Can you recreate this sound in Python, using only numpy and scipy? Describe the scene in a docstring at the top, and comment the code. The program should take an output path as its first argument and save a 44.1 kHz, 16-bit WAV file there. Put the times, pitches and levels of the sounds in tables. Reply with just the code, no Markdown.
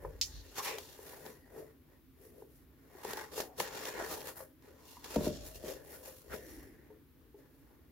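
"""Hands lace a leather sneaker on a table in a quiet, small room, close to a stereo microphone.
The shoe is shifted, and the hard lace tip strikes the table and skids. Fingers loosen the lace, then
drag the tongue out (3 s): stick-slip friction rubs and snaps, and the hollow upper knocks in its modes.
The tongue is tucked back as the rubber sole is set down and rocks (5.2 s). Last, the woven lace is
drawn through an eyelet and sings faintly as its threads pass (6.4 s)."""
import sys
import numpy as np
from scipy import signal
from scipy.fft import rfft, irfft, next_fast_len
from scipy.io import wavfile
from scipy.ndimage import uniform_filter1d

SR = 44100
rng = np.random.default_rng(int(sys.argv[2]) if len(sys.argv) > 2 else 0)


def put_to_file(sound):
    """Save the sound as 16-bit audio at rate SR, in the file named by the first command-line argument."""
    columns = np.atleast_2d(sound).T  # one column per channel
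    safe = np.clip(columns, -1, 1)
    whole_steps = np.round(safe * 32767)
    wavfile.write(sys.argv[1], SR, whole_steps.astype(np.int16))


N = 348831
TIME = np.arange(N) / SR


def amplitude(db):
    """The decibel law: 20 dB is a factor of ten in amplitude."""
    return 10 ** (np.asarray(db) / 20)


def unit_rms(x):
    """Normalisation to a mean power of 1."""
    return x / np.sqrt(np.mean(x ** 2) + 1e-20)


def curve_at(points, hz):
    """Interpolation of a table on a logarithmic frequency axis."""
    f, value = np.transpose(points)
    return np.interp(np.log(hz + 1), np.log(f + 1), value)


def add_at(mix, start_s, sound):
    """Superposition: a sound adds to the mix from start_s on."""
    part = mix[..., max(round(start_s * SR), 0):][..., :sound.shape[-1]]
    part += sound[..., :part.shape[-1]]


def filtered(x, spectrum):
    """Zero-phase filtering by a spectrum that falls 12 dB an octave beyond its ends."""
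    size = next_fast_len(x.shape[-1] + 2000)
    hz = np.fft.rfftfreq(size, 1 / SR) + 1
    skirts = np.minimum(hz / spectrum[0][0], 1) ** 2 * np.minimum(spectrum[-1][0] / hz, 1) ** 2
    response = amplitude(curve_at(spectrum, hz)) * skirts
    return irfft(rfft(x, size) * response, size)[..., :x.shape[-1]]


def wander(bandwidth_hz):
    """Low-pass Gaussian noise: a smooth random fluctuation of rms 1."""
    size = next_fast_len(N)
    hz = np.fft.rfftfreq(size, 1 / SR)
    low_pass = np.exp(-(hz / bandwidth_hz) ** 2)
    return unit_rms(irfft(rfft(rng.standard_normal(size)) * low_pass, size)[:N])


def swells(movements, drop_db=16, rise_shape=1.31, fall_shape=1.114):
    """Incoherent addition: the powers sum, each drop_db down one rise before and one fall after its peak."""
    t, power = TIME[::32], 0
    for peak_s, rise_s, fall_s, db in movements:
        before = (np.maximum(peak_s - t, 0) / rise_s) ** rise_shape
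        after = (np.maximum(t - peak_s, 0) / fall_s) ** fall_shape
        power = power + amplitude(db - drop_db * (before + after)) ** 2
    return np.interp(TIME, t, np.sqrt(power))


def modal_impact(modes, contact_ms, pitch=1, ring=1):
    """Modal superposition: damped sines of alternating sign; a longer contact favours the low modes."""
    t = np.arange(SR // 2) / SR
    contact_s = contact_ms / 1000
    ringing = np.zeros(len(t))
    for k, (hz, db, t60) in enumerate(modes):
        strength = (-1) ** k * amplitude(db) / (1 + (hz * pitch * contact_s) ** 2)
        decay = np.exp(-np.log(1000) * t / (t60 * ring))
        ringing += strength * np.sin(2 * np.pi * hz * pitch * t) * decay
    ringing *= 1 - np.exp(-t / contact_s)
    return ringing / abs(ringing).max()


def click(spectrum, size=2048):
    """Minimum-phase impulse response: the most compact causal pulse with this spectrum, at peak 1."""
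    hz = abs(np.fft.fftfreq(size, 1 / SR))
    log_gain = np.log(amplitude(curve_at(spectrum, hz)))
    response = np.exp(np.conj(signal.hilbert(log_gain)))
    pulse = np.fft.ifft(response).real[:size // 2]
    return pulse / abs(pulse).max()


# Likeness of the sound at the two capsules: f/Hz, coherence
CAPSULE_COHERENCE = [(60, 0.66), (300, 0.86), (700, 0.53), (1400, 0.46), (3100, 0.25), (6800, 0),
                     (15000, 0.092)]
def spaced(pair):
    """Spatial coherence: two spaced capsules hear long waves more alike than short ones."""
    size = next_fast_len(pair.shape[-1])
    coherence = np.clip(curve_at(CAPSULE_COHERENCE, np.fft.rfftfreq(size, 1 / SR)), -1, 1)
    mid, side = rfft(pair, size) * np.sqrt([(1 + coherence) / 2, (1 - coherence) / 2])
    return irfft(np.array([mid + side, mid - side]), size)[:, :pair.shape[-1]]


def stereo_noise(samples=N):
    """White noise, partly coherent between the capsules."""
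    return spaced(rng.standard_normal((2, samples)))


# Reverberation time of the small room: f/Hz, T60/s
ROOM_DECAY = [(80, 0.5), (300, 0.4), (1000, 0.17), (4000, 0.13), (14000, 0.29)]
def room(x, near_db, tail_db, near_t60=0.046):
    """Convolution: the direct sound is joined by quick scatter from table and hands and by reverberation."""
    t = np.arange(SR // 2) / SR
    hz, frame_s, bands = signal.stft(stereo_noise(len(t)), SR, nperseg=256)
    decay = amplitude(-60 * frame_s / curve_at(ROOM_DECAY, hz)[:, None])
    tail = signal.istft(bands * decay, SR, nperseg=256)[1][:, :len(t)]
    tail *= np.clip((t - .004) / 0.00684, 0, 1)  # builds up after 4 ms
    near = stereo_noise(len(t)) * np.exp(-np.log(1000) * t / near_t60) * (t > .0005)
    echo = amplitude(near_db) * near / np.linalg.norm(near[0])
    echo += amplitude(tail_db) * tail / np.linalg.norm(tail[0])
    reflected = signal.oaconvolve(np.atleast_2d(x), echo, axes=1)[:, :N]
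    return (x + reflected) / np.sqrt(1 + np.sum(echo[0] ** 2))


# Spectrum of still air and microphone hiss: f/Hz, level/dB
AIR_SPECTRUM = [(20, -38.5), (55, -8), (85, 1.5), (120, -3), (150, 3), (190, -12), (270, 5), (400, -7),
                (560, -24.5), (1100, -20.5), (1900, -22.5), (4000, -27), (8500, -34.5), (12000, -23),
                (16000, -22)]
def still_air(level_db=-64):
    """Stationary noise: the room and the microphone set a steady floor."""
    return amplitude(level_db) * unit_rms(filtered(stereo_noise(), AIR_SPECTRUM))


# Response of the swaying table: f/Hz, level/dB
TABLE_SPECTRUM = [(20, -38), (38, -8.5), (50, 5), (62, 3.5), (82, 3), (115, -12), (150, -7), (200, -30.5),
                  (320, -30)]
# The hands lean on the table: peak t/s, rise/s, fall/s, level/dB
HAND_LOADS = [(.08, 0.12, 0.18, -47.5), (.4, 0.27, 0.13, -51.5), (5.35, 0.39, 0.62, -53),
              (6.32, 0.043, 0.09, -51), (6.6, .3, .3, -57)]
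def table_sway(resting_db=-67.5, coupling_db=-22):
    """Forced vibration: the table rumbles under leaning hands, strokes on the shoe and resting arms."""
    hollow_level = stroke_levels()[0]
    from_shoe = amplitude(coupling_db) * hollow_level
    push = np.sqrt(swells(HAND_LOADS) ** 2 + from_shoe ** 2 + amplitude(resting_db) ** 2)
    return unit_rms(filtered(stereo_noise(), TABLE_SPECTRUM)) * push


# The lace runs through an eyelet, one list a pull: t/s, thread-passing f/Hz, relative level/dB
EYELET_PULLS = [
    [(1.26, 5100, -72), (1.33, 5900, -74), (1.45, 4500, -78), (1.55, 5900, -89)],
    [(6.36, 6150, -68), (6.47, 5850, -66), (6.56, 5550, -65), (6.62, 5700, -74), (6.69, 5350, -71),
     (6.78, 4700, -86)],
]
# Partials of the weave's tone: harmonic number, relative level/dB
WEAVE_HARMONICS = [(1, -5), (2, -5)]
def lace_pulls(gain_db=-4, jitter=.02):
    """Periodic excitation: the pitch is the uneven rate of passing threads and sinks as the hand slows."""
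    out = np.zeros(N)
    unevenness = 1 + jitter * wander(400)
    flutter = wander(90)
    for pull in EYELET_PULLS:
        times, thread_hz, db = np.transpose(pull)
        on = (TIME > times[0]) & (TIME < times[-1])
        cycles = np.cumsum(np.interp(TIME[on], times, thread_hz) * unevenness[on]) / SR
        tone = sum(amplitude(level) * np.sin(2 * np.pi * k * cycles) for k, level in WEAVE_HARMONICS)
        envelope = amplitude(np.interp(TIME[on], times, db) + gain_db) * signal.windows.tukey(on.sum(), .2)
        out[on] += unit_rms(tone * flutter[on]) * envelope
    return room(out, near_db=-3, tail_db=-7)


# Modes of the sole on the table: f/Hz, level/dB, T60/s
SOLE_MODES = [(53.5, -20, 0.39), (83.6, -15, 0.14), (156.2, -12, 0.13), (207.7, -6, 0.057),
              (278.3, -1, 0.044), (349.4, -4.5, 0.1), (459.4, -7, 0.053), (609.6, -1, 0.055),
              (937, -13.5, 0.054), (1259, -15.5, 0.025)]
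# The sole lands and rocks: t/s, relative level/dB, contact time/ms
SOLE_IMPACTS = [(0.061, -45.5, 30), (0.182, -51, 11), (5.1597, -21, 0.14), (5.164, -19.5, 1.2),
                (5.178, -29, 2), (5.188, -31.5, 7.9), (5.208, -30.5, .7), (5.23, -34, 8.7),
                (5.2637, -34, 0.68), (5.268, -21, 1.2), (5.2762, -35, 4.7), (5.303, -32, 1.9),
                (5.352, -58, 1.7), (5.636, -36, 1.2), (6.336, -41, 4.9)]
def sole_thumps(gain_db=1):
    """Impact excitation: heel and toe meet the table and ring the modes of the rubber sole."""
    out = np.zeros(N)
    for start_s, db, contact_ms in SOLE_IMPACTS:
        add_at(out, start_s, amplitude(db + gain_db) * modal_impact(SOLE_MODES, contact_ms))
    return room(out, near_db=-9, tail_db=-10)


# Modes of the hollow upper, before the grip scales them: f/Hz, level/dB, T60/s
UPPER_MODES = [(289, -13.5, 0.059), (400, 5.5, 0.044), (476.4, 2.5, 0.035), (680, -12, 0.034),
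               (850, 4, 0.017), (1090, -7.5, 0.014), (1540, -6.5, 0.019), (2122, -24.5, 0.011)]
# Fingers and lace knock on it: t/s, relative level/dB, contact time/ms, frequency factor, T60 factor
UPPER_IMPACTS = [(0.0483, -29.5, 0.6, 1.16, 1.2), (0.784, -41.5, 0.27, 1.03, 0.9),
                 (0.99, -39.5, 1.6, 1.1, 0.6), (1.131, -40.5, 0.79, 1.14, 1),
                 (1.263, -44, 0.18, 0.97, 0.54), (1.581, -42.5, 0.93, 1.1, 1.3),
                 (2.4215, -40, 1.5, 1.03, 0.68), (2.950, -44.5, 1.1, 0.94, 1.2),
                 (3.05, -30, 0.35, 1.04, 0.54), (3.1329, -33.5, 0.89, 1, 1), (3.173, -38.5, 0.29, 1.07, .8),
                 (3.378, -30.5, 0.71, 1.04, 0.88), (3.402, -25.5, 0.5, 1.16, 0.15),
                 (3.603, -23, 0.13, 1.165, 0.41), (4.000, -30, 0.29, 1.7, 0.14),
                 (4.010, -32.5, 0.66, 1.5, 0.52), (4.404, -38, 0.41, 1.32, 2.3),
                 (4.968, -47, 0.9, 2.43, 1.8), (6.075, -40.5, 2.5, 1.29, 2.2),
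                 (6.9015, -44.5, 3.3, 1.07, 3.5), (7.3423, -45.5, 4.3, 1.01, 2.6)]
def upper_knocks(gain_db=2):
    """Damped free vibration: the hollow upper rings after each knock, tuned and damped by the grip."""
    out = np.zeros(N)
    for start_s, db, contact_ms, pitch, ring in UPPER_IMPACTS:
        add_at(out, start_s, amplitude(db + gain_db) * modal_impact(UPPER_MODES, contact_ms, pitch, ring))
    return room(out, near_db=-9, tail_db=-8)


# Threads and leather snap free: t/s, level/dB, decay time/ms
RELEASES = [(.784, -36, 5), (.9393, -54, 3), (1.0805, -50, 3), (1.2634, -46, 3), (3.048, -41, 5),
            (3.1333, -33, 3.5), (3.171, -39, 6), (3.4034, -30, 4), (3.5995, -29, 7), (3.6764, -39, 2),
            (3.854, -34, 3), (4.046, -41, 3), (4.108, -39, 3), (4.138, -39, 3), (4.206, -44, 3),
            (4.217, -42, 2), (4.272, -41, 2.5), (4.6235, -60, 3), (5.043, -40, 5), (5.1595, -37, 5),
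            (5.8601, -57, 2)]
# Spectrum of a snap: f/Hz, level/dB
SNAP_SPECTRUM = [(500, -0.5), (1200, -7.5), (2100, -3), (4300, -4), (6500, -5.5), (8500, -12), (15000, -8)]
def snaps():
    """Relaxation: each catch lets go in a noise burst of tiny slips that decays exponentially."""
    t = np.arange(SR // 10) / SR
    envelope = np.zeros(N)
    for start_s, db, decay_ms in RELEASES:
        add_at(envelope, start_s, amplitude(db) * np.exp(-1000 * t / decay_ms))
    bursts = unit_rms(filtered(stereo_noise(), SNAP_SPECTRUM)) * envelope
    return room(bursts, near_db=-14, tail_db=-10, near_t60=.04)


# Skin, lace and rubber drag: start t/s, peak t/s, end t/s, f/Hz, bandwidth of one stage/Hz, level/dB
DRAG_RESONANCES = [(0.575, 0.599, 0.63, 1030, 250, -41), (0.646, 0.722, 0.85, 468, 167, -47),
                   (0.618, 0.672, 0.81, 2320, 910, -44.5), (1.22, 1.32, 1.74, 1900, 200, -72),
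                   (3.169, 3.175, 3.185, 950, 298, -38.5), (3.357, 3.375, 3.6, 740, 259, -53),
                   (3.586, 3.604, 3.36, 927, 205, -33), (4.63, 5.014, 5.44, 990, 222, -66.5),
                   (5.186, 5.25, 5.8, 603, 79.5, -55), (5.587, 5.69, 5.82, 570, 130, -55),
                   (5.86, 6.06, 5.7, 530, 110, -54), (6.294, 6.338, 6.365, 1520, 800, -45.5),
                   (6.295, 6.424, 7.03, 1860, 417, -63), (6.363, 6.51, 7.1, 305, 149, -55.5)]
def drags():
    """Resonance: friction noise swells and fades in one narrow band, formed by two filter stages."""
    out, friction = np.zeros((2, N)), stereo_noise()
    for start_s, peak_s, end_s, hz, width_hz, db in DRAG_RESONANCES:
        on = (TIME > start_s) & (TIME < end_s)  # a row that ends before it starts is silent
        b, a = signal.iirpeak(hz, hz / width_hz, SR)
        band = signal.lfilter(b, a, signal.lfilter(b, a, friction[:, on]))
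        envelope = np.interp(TIME[on], [start_s, peak_s, end_s], [0, 1, 0])
        out[:, on] += unit_rms(band) * amplitude(db) * envelope
    return out


# The lace tip strikes the table and chatters: t/s, level/dB, left minus right/dB
TIP_IMPACTS = [(.2134, -8, -5), (.2150, -19, 2), (.2156, -18, 4), (.2177, -20, 4), (.2236, -20, 0)]
# Spectra of its strike and of its skid: f/Hz, level/dB
STRIKE_SPECTRUM = [(700, -45), (1300, -30), (2100, -13), (3200, -7), (4400, 0), (5400, 1), (6800, -3),
                   (8600, -17), (12000, -18), (16000, -20)]
SKID_SPECTRUM = [(2500, -24), (3900, -9), (4300, -4.5), (4800, -14), (5700, -10), (6700, -14), (8000, -33)]
# Course of the skid: t/s, level/dB
SKID_ENVELOPE = [(.29, -63), (.36, -57), (.41, -59.5), (.45, -76), (.5, -61.5), (.56, -103.5)]
def lace_tip():
    """Hard impact, then sliding friction: brief contacts give a bright clack, and the tip skids on."""
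    strikes = np.zeros((2, N))
    for start_s, db, balance_db in TIP_IMPACTS:
        gains = amplitude([[db + balance_db / 2], [db - balance_db / 2]])
        add_at(strikes, start_s, gains * click(STRIKE_SPECTRUM))
    skid_db = np.interp(TIME, *np.transpose(SKID_ENVELOPE), left=-np.inf, right=-np.inf)
    skid = unit_rms(filtered(stereo_noise(), SKID_SPECTRUM)) * amplitude(skid_db)
    return room(strikes, near_db=2, tail_db=2, near_t60=.06) + skid


def leather_flex(x, depth_db=2.6, hold_s=0.067, size=512):
    """Time-varying filtering: resonances come and go as the leather bends and the grip shifts."""
    hz, frame_s, bands = signal.stft(x, SR, nperseg=size)
    hold_frames = max(round(hold_s / frame_s[1]), 1)
    patches = rng.standard_normal((400, len(frame_s)))
    for _ in range(2):  # smooth over time, then over frequency
        patches = uniform_filter1d(patches, hold_frames, axis=1)
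        patches = uniform_filter1d(patches, 3, axis=0)
    row = (40 * np.log1p(hz / 900)).astype(int)  # patches widen towards the treble
    ripple_db = depth_db / (1 + (hz[:, None] / 3500) ** 2) * unit_rms(patches)[row]
    return signal.istft(bands * amplitude(ripple_db), SR, nperseg=size)[1][:, :N]


# Strokes of fingers, tongue and lace: fastest t/s, rise/s, fall/s, cloth level/dB,
# then relative to the cloth: hollow level/dB, leather level/dB, fibre level/dB
HAND_STROKES = [ (.06, 0.13, 0.14, -80, 25, 18, 12.5), (.33, 0.18, 0.16, -69, -1, 0.5, 0),
                (0.588, 0.033, 0.034, -41.5, -4, 0, -2.5), (.645, 0.029, 0.076, -46.5, -15, -3, 4),
                (0.686, 0.068, 0.066, -43.5, -2, 2.5, -10), (.86, 0.6, 0.23, -58.5, -4, -4.5, -2),
                (1.11, 0.21, 0.19, -62.5, 8.5, 3.5, 6.5), (1.262, 0.063, 0.13, -62.5, 12.5, 6, 5.5),
                (1.591, .1, 0.096, -71, 22.5, 10, 8.5), (2.246, 0.067, 0.091, -73.5, 16.5, 2.5, 12),
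                (2.41, .13, 0.067, -80.5, 24.5, 6.5, 12), (2.57, 0.13, 0.08, -81.5, 4, -6, 13.5),
                (3.0, 0.16, 0.18, -70.5, 8.5, 8.5, 4.5), (3.045, 0.018, .04, -60, 6, 7, 6),
                (3.111, 0.095, 0.061, -52, 5.5, 5.5, 1), (3.2, 0.084, 0.094, -54, 6, 8, -0.5),
                (3.33, 0.022, 0.043, -55, 8, 1, -1), (3.388, 0.049, 0.054, -44, 0.5, -1.5, 0.5),
                (3.601, 0.023, 0.047, -43, 4, -1, 2.5), (3.655, 0.068, .09, -50, -5, 3, -10),
                (3.77, 0.084, 0.16, -48, 3, 2, -5), (3.88, 0.06, 0.073, -47.5, 5, 1, -2.5),
                (3.999, 0.12, 0.17, -52, 9, 8.5, -5), (4.122, 0.09, 0.12, -48.5, 6.5, 1.5, 2.5),
                (4.281, .045, 0.053, -52.5, 7, 4.5, 5.5), (4.375, 0.021, 0.076, -62.5, 10, 10.5, 14.5),
                (4.66, 0.055, 0.17, -73, 11, 8.5, 2), (4.921, .13, 0.15, -60.5, -2.5, -7, 0.5),
                (5.06, 0.042, .06, -56, 0.5, -0.5, -11), (5.135, 0.098, 0.16, -50, 0.5, -1.5, -1.5),
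                (5.258, 0.056, .045, -44, 7, -5, -2), (5.34, 0.088, 0.23, -53, -1.5, -13, -11),
                (5.47, 0.042, 0.074, -59.5, 5, -3.5, 8.5), (5.56, 0.024, 0.032, -57.5, 4.5, -11, 3),
                (5.692, 0.087, 0.086, -52, 8, -1.5, 0.5), (5.938, 0.11, 0.1, -62.5, 13, 5, 10),
                (6.071, 0.062, 0.087, -58.5, 5.5, 1, 6.5), (6.17, .07, 0.14, -68.5, -6, -6, 7.5),
                (6.34, 0.055, 0.083, -55, 14.5, 0.5, 4), (6.521, 0.17, 0.2, -65, 4, -4.5, 6.5),
                (7.39, .03, 0.036, -77, 15.5, 3.5, 5.5), (7.56, 0.14, 0.29, -85.5, 10, 4.5, 8.5)]
def stroke_levels():
    """Coupling: the place of contact sets how hard a stroke drives hollow, leather, cloth and fibres."""
    peak_s, rise_s, fall_s, cloth_db, hollow_db, leather_db, fibre_db = np.transpose(HAND_STROKES)
    return [swells(zip(peak_s, rise_s, fall_s, cloth_db + above_db))
            for above_db in (hollow_db, leather_db, 0, fibre_db)]


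# Spectra of the shoe's hollow, leather scrape, cloth swish and fibre fizz: f/Hz, level/dB
HOLLOW_SPECTRUM = [(110, -13.5), (220, -12), (320, -9), (410, 4), (520, -1.5), (600, -7.5), (720, -8),
                   (850, -34.5), (1200, -81)]
LEATHER_SPECTRUM = [(550, -43), (780, 0.5), (980, 7), (1280, -2), (1600, 1.5), (1950, 1.5), (2400, -8),
                    (2800, -25.5), (3800, -49.5)]
CLOTH_SPECTRUM = [(1900, -21), (2800, 0), (3500, -0.5), (4300, 0.5), (5500, -0.5), (7000, -1.5),
                  (8200, -10), (10500, -23.5)]
FIBRE_SPECTRUM = [(6500, -11), (8300, -9.5), (10000, 0), (12000, 1.5), (15500, -1.5), (17000, -14.5)]
# The holding hand never rests: level/dB in each of these four layers
GRIP_LEVELS = (-75.5, -79.5, -91.5, -91)
def rubbing(slips_per_s=5000, slip_spread_db=2.0, smooth_share=0.56, clump_db=1.77, clump_hz=130,
            fidget_db=5.5, fidget_hz=6.4):
    """Stick-slip friction: fibres slip in clumps, and each slip sounds in all four layers at once."""
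    slip_sizes = amplitude(slip_spread_db * np.minimum(rng.exponential(1, N), 5))
    slipping = rng.random(N) < slips_per_s / SR
    slips = unit_rms(spaced(slip_sizes * slipping * rng.standard_normal((2, N))))
    friction = np.sqrt(smooth_share) * stereo_noise() + np.sqrt(1 - smooth_share) * slips
    clumps = amplitude(clump_db * wander(clump_hz))
    drive = leather_flex(friction * clumps)
    grip_drift_db = fidget_db * wander(fidget_hz)
    spectra = (HOLLOW_SPECTRUM, LEATHER_SPECTRUM, CLOTH_SPECTRUM, FIBRE_SPECTRUM)
    out = np.zeros((2, N))
    for spectrum, stroke, grip_db in zip(spectra, stroke_levels(), GRIP_LEVELS):
        envelope = np.hypot(stroke, amplitude(grip_db + grip_drift_db))
        out += unit_rms(filtered(drive, spectrum)) * envelope
    return room(out, near_db=-8, tail_db=-11)


def scene():
    """Linear superposition: the pressures of all sources add over the still air of the room."""
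    return (still_air() + rubbing() + drags() + snaps() + lace_tip() + lace_pulls()
            + upper_knocks() + table_sway() + sole_thumps())


# Level difference between the capsules: f/Hz, left minus right/dB
CAPSULE_BALANCE = [(50, 0.5), (150, 2.5), (280, -2), (550, 5), (1100, 0), (3000, 1), (9000, 0.1),
                   (15000, 2.2)]
def record(dry, cutoff_hz=15850):
    """Interchannel level difference, then a band limit: the left capsule is a little louder in most bands."""
    heard = []
    for channel, sign in zip(dry, (1, -1)):
        response = [(hz, sign * db / 2) for hz, db in CAPSULE_BALANCE]
        heard.append(filtered(channel, [(0.9, 0)] + response + [(SR, 0)]))
    low_pass = signal.firwin(611, cutoff_hz, window=("kaiser", 8), fs=SR)
    return signal.oaconvolve(np.array(heard), low_pass[None], "same")


dry = scene()
out = record(dry)
put_to_file(out)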